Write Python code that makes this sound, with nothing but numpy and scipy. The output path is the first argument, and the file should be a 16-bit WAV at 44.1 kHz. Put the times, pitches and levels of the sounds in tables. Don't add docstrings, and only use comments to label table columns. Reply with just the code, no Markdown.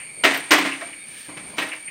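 import sys
import numpy as np
from scipy import signal
from scipy.fft import rfft, irfft, next_fast_len
from scipy.io import wavfile
from scipy.ndimage import map_coordinates

SR = 44100
rng = np.random.default_rng(int(sys.argv[2]) if len(sys.argv) > 2 else 0)


def inscribe(sig):
    pcm = np.round(np.clip(np.atleast_2d(sig).T, -1, 1) * 32767)
    wavfile.write(sys.argv[1], SR, pcm.astype(np.int16))


def boost_factor(decibels):
    exponent = np.asarray(decibels, float) / 20
    return 10 ** exponent


N = 83790
RING_SIZE = SR * 3 // 5

# start_s, bars_level_db, tubes_over_bars_db, latch_over_bars_db, chatter_s
SLAM_CONTACTS = [(-.03, -42, -20, -33, 0.009), (0.236, -14.5, -4, -32, 0.0082),
                 (0.244, -12, -5.5, -17.5, 0.0084), (0.31, -23, -10.5, -37, 0.0033),
                 (0.334, -25.5, -29, -12.5, 0.025), (0.367, -39.5, -11, 5, 0.0097),
                 (0.5064, -13.5, -10, -14, 0.0066), (0.515, -11.5, -6, -19, 0.0082),
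                 (0.532, -14.5, -6, -11.5, 0.0053), (.578, -22.5, 2.5, -15, 0.02),
                 (0.611, -25.5, 0.5, -22, 0.0044), (.647, -21.5, -6, -25, 0.014),
                 (0.716, -37, -18, -28, 0.021), (0.805, -43.5, -11, -14.5, 0.0055),
                 (0.809, -35, -32, -31, .008), (0.86, -44, 6, -23.5, .02), (1.285, -42.5, 5, -26, 0.012),
                 (1.367, -36, -2, -22, 0.0084), (1.571, -37, -1, -20, .016),
                 (1.582, -23, -10.5, -28, 0.0029), (1.587, -27.5, -5.5, -14, 0.002),
                 (1.619, -29, -4, -13, 0.011), (1.671, -34, -6, -13, .008), (1.726, -38, -14, -20, 0.018)]
# frequency_hz, density_db (per Hz)
BAR_SPECTRUM = [(220, -9.5), (380, -3.5), (615, -2), (1340, -2.5), (2030, 2.5), (7140, -21), (8460, -20),
                (10500, -34.5), (15500, -33)]
# frequency_hz, t60_s
BAR_DECAY = [(400, 0.2), (1000, 0.23), (2500, 0.28), (5000, 0.23), (10000, 0.36), (15000, 0.25)]
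# pitch_hz, level_db, t60_s
LOUD_BAR_MODES = [(565.7, -7, 0.17), (602.5, -2, 0.26), (638.4, 3, 0.26), (1047, 5.5, 0.22),
                  (1175, -4.5, 0.29), (1381, 3, 0.12), (1530, -28, 0.085), (1895, 0, 0.37),
                  (1900, -7.5, 0.075), (2230, -21, 0.15), (2287, 4.5, 0.17), (2600, 3, 0.38),
                  (2920, 5.5, 0.12), (3780, -3, 0.12)]
# pitch_hz, level_db, t60_s
TUBE_MODES = [(150, -17.5, 0.78), (189.7, -7.5, 0.19), (238.5, -21, 0.11), (275.4, -1, 0.51),
              (306.2, 4, 0.35), (338, -6, 0.47), (398, -10, 0.34)]
# frequency_hz, density_db (per Hz)
LATCH_SPECTRUM = [(9500, -22), (11000, -9), (12500, 1), (14500, -2), (15800, -6)]
# start_s, level_db, pitch_hz, width_hz,
# t60_s
BAR_TAPS = [(0, -37.5, 2330, 1300, .3), (0.72, -25.5, 2480, 960, 0.16), (.818, -28, 1880, 200, 0.062),
            (.818, -31.5, 810, 1100, 0.09), (0.93, -32, 2400, 1160, 0.065), (1.285, -42.5, 615, 260, 0.26),
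            (1.291, -42, 1050, 250, 0.22), (.99, -53, 3680, 38, 0.36), (1.621, -24.5, 1910, 78, .15),
            (1.527, -44, 650, 210, .15), (1.535, -45, 1010, 300, 0.34), (1.7165, -25.5, 2360, 1180, 0.16),
            (1.876, -34.5, 2310, 1100, 0.21), (.5075, -16.5, 4250, 6500, 0.22),
            (1.5835, -18.5, 2950, 2000, 0.1), (1.567, -43.5, 3500, 7300, 0.27), (0.17, -48, 490, 310, 0.44),
            (.82, -38.5, 672, 83, 0.23)]
# frequency_hz, t60_s
YARD_DECAY = [(200, 1), (2000, 0.23), (8000, 1), (15000, 0.11)]
# time_s, level_db
RUB_LEVEL = [
    (1.0, -56.5),
    (1.1, -49),
    (1.2, -43.5),
    (1.27, -46),
    (1.35, -71),
    (1.5, -53.5),
]
# frequency_hz, density_db (per Hz)
RUB_SPECTRUM = [(1450, -15), (1680, 1), (2000, -7.5), (3000, -3.5), (6000, -14.5), (10000, -20.5),
                (13000, -19.5), (15800, -20)]
CHIRP_LEVELS = [-34.5, -26.5, -37, -41, -44, -32]
# centre_hz, width_hz, level_db
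CHORUS_BANDS = [(2276, 38, -51.5), (2305, 216, -49.5), (4470, 270, -60.5), (6830, 350, -65.5),
                (8886, 480, -43), (9210, 48, -53), (11400, 300, -74), (13300, 400, -71)]
# time_s, level_db
CHORUS_LEVEL = [(0.0, 3), (1.9, 0.5)]
# frequency_hz, density_db (per Hz)
AIR_SPECTRUM = [(25, -18.5), (60, -4), (200, -4.5), (300, -9.5), (500, -13), (1100, -17), (3000, -22.5),
                (15800, -45)]
# time_s, level_db
AIR_LEVEL = [(0, -49.5), (.2, -52), (.9, -44.5), (1.03, -53.5), (1.25, -51.5), (1.3, -40), (1.45, -49.5),
             (1.7, -48.5), (1.9, -46)]


def shutters():
    lead = SR // 20
    out = np.zeros(N + 2 * SR)
    t = np.arange(RING_SIZE) / SR
    for start_s, level_db, tube_db, latch_db, chatter_s in SLAM_CONTACTS:
        bars = bar_modes(chatter_s) + boost_factor(-5) * ringing(LOUD_BAR_MODES)
        latch = boost_factor(latch_db) * latch_fizz(chatter_s)
        chatter = boost_factor(4 * wobble(340)[:len(t)] * np.exp(-t / (2 * chatter_s)))
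        clang_rise = 1 - np.exp(-t / (0.2 * chatter_s))
        clang = (bars + latch) * chatter * clang_rise

        rattle = boost_factor(tube_db + 2 * wobble(30)[:len(t)])
        tube_rise = 1 - np.exp(-t / 0.0027)
        boom = rattle * ringing(TUBE_MODES) * tube_rise

        first = lead + round(start_s * SR)
        out[first:first + len(t)] += boost_factor(level_db) * (clang + boom)
    return out[lead:lead + N]


def bar_modes(chatter_s):
    mode_gap_hz = 44.99
    peaks_db = 2 * rng.standard_normal(800)

    def gain(hz):
        own_db = map_coordinates(peaks_db, [hz / mode_gap_hz])
        return boost_factor(along(BAR_SPECTRUM, hz) + own_db) * (hz > 200)

    return dying(gain, lambda hz: along(BAR_DECAY, hz), after_db=-16.5, hold_s=chatter_s)


def latch_fizz(chatter_s):
    gain = lambda hz: boost_factor(along(LATCH_SPECTRUM, hz)) * (hz > 9000)
    return dying(gain, lambda hz: 0.084 + 0 * hz, hold_s=chatter_s / 2)


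def taps():
    out = np.zeros(N + SR)
    for start_s, level_db, pitch_hz, width_hz, t60_s in BAR_TAPS:
        gain = lambda hz: 1 / (1 + (2 * (hz - pitch_hz) / width_hz) ** 4)
        ring = dying(gain, lambda hz: t60_s + 0 * hz, size=SR // 2)
        rise = np.minimum(np.arange(len(ring)) / (0.001 * SR), 1)
        first = round(start_s * SR)
        out[first:first + len(ring)] += boost_factor(level_db) * ring * rise
    return out[:N]


def ringing(modes):
    pitch_hz, level_db, t60_s = np.transpose(modes)
    t = np.arange(RING_SIZE)[:, None] / SR
    phase, strength = rng.standard_normal((2, len(pitch_hz)))
    sines = np.sin(2 * np.pi * pitch_hz * t + 0.45 * phase) * boost_factor(-60 * t / t60_s)
    return sines @ boost_factor(level_db + 3 * strength) / np.linalg.norm(boost_factor(level_db))


def dying(gain, t60, after_db=-99, hold_s=0, size=RING_SIZE):
    hz, t, z = signal.stft(rng.standard_normal(size), SR, nperseg=128)
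    fall_db = -60 * np.maximum(t - hold_s, 0) / t60(hz)[:, None]
    fade = np.sqrt(boost_factor(2 * fall_db) + boost_factor(2 * after_db + 2 * fall_db / 3.48))
    noise = signal.istft(z * fade, SR, nperseg=128)[1][:size]
    gain_rms = np.sqrt(np.mean(gain(np.linspace(0, SR / 2, 2000)) ** 2))
    return filtered(noise, gain) / gain_rms


def yard(x):
    hz, t, z = signal.stft(rng.standard_normal(SR), SR, nperseg=256)
    fade = boost_factor(-60 * t / along(YARD_DECAY, hz)[:, None])
    tail = signal.istft(z * fade, SR, nperseg=256)[1]
    delayed = np.pad(x, (500, 0))
    return signal.fftconvolve(delayed, tail / np.linalg.norm(tail))[:N]


def rubbing():
    return boost_factor(curve(RUB_LEVEL) + 0.88 * wobble(38.9)) * hiss(RUB_SPECTRUM)


def cricket():
    first_s, every_s, length_s = 0.197, 0.335, 0.048
    pitch_hz, rise_hz, strokes_hz = 8710, 23.6, 247
    t = np.arange(N) / SR
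    k = np.arange(len(CHIRP_LEVELS))[:, None]
    u = (t - first_s - every_s * k) / length_s
    envelope = np.clip(4 * np.minimum(u + 0.5, 0.5 - u), 0, 1)
    tones = envelope * np.sin(2 * np.pi * (pitch_hz + rise_hz * k) * t + 0.5 * wobble(98))
    pulses = 1 + 0.32 * np.sin(2 * np.pi * strokes_hz * t + 0.4 * wobble(60))
    return boost_factor(CHIRP_LEVELS) @ tones * pulses


def chorus():
    out = np.zeros(N)
    for centre_hz, width_hz, level_db in CHORUS_BANDS:
        gain = lambda hz: 1 / (1 + (2 * (hz - centre_hz) / (2 * width_hz)) ** 4)
        band = unit(filtered(rng.standard_normal(N), gain))
        out += boost_factor(level_db + 0.89 * wobble(14.8)) * band
    return boost_factor(curve(CHORUS_LEVEL)) * out


def air():
    return boost_factor(curve(AIR_LEVEL) + 3.6 * wobble(6.14)) * hiss(AIR_SPECTRUM)


def hiss(points):
    gain = lambda hz: boost_factor(along(points, hz)) * (hz > 0.8 * points[0][0])
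    return unit(filtered(rng.standard_normal(N), gain))


def filtered(x, response):
    m = next_fast_len(len(x) + 8192)
    return irfft(rfft(x, m) * response(np.fft.rfftfreq(m, 1 / SR)), m)[:len(x)]


def wobble(rate):
    return map_coordinates(rng.standard_normal(400), [np.arange(N) * rate / SR])


def curve(rows):
    return np.interp(np.arange(N) / SR, *np.transpose(rows))


def along(points, hz):
    f, v = np.transpose(points)
    return np.interp(np.log(hz + 1), np.log(f + 1), v)


def unit(x):
    return x / np.sqrt(np.mean(x ** 2) + 1e-20)


def scene():
    steel = shutters() + taps()
    echoes = boost_factor(-20) * yard(steel)
    return (steel + echoes + rubbing() + cricket() + chorus() + air())[None]


def roll_off(x):
    return signal.sosfilt(signal.butter(12, 15860, fs=SR, output="sos"), x)


def record(dry):
    low_cut_hz, ceiling, top_hz = 109, 1.02, 15850
    x = filtered(dry[0], lambda hz: (1j * hz / (low_cut_hz + 1j * hz)) ** 2)
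    x = x / (1 + abs(x / ceiling) ** 10) ** (1 / 10)
    mix = filtered(x, lambda hz: hz < top_hz)[None]
    return roll_off(mix)


dry = scene()
out = record(dry)
inscribe(out)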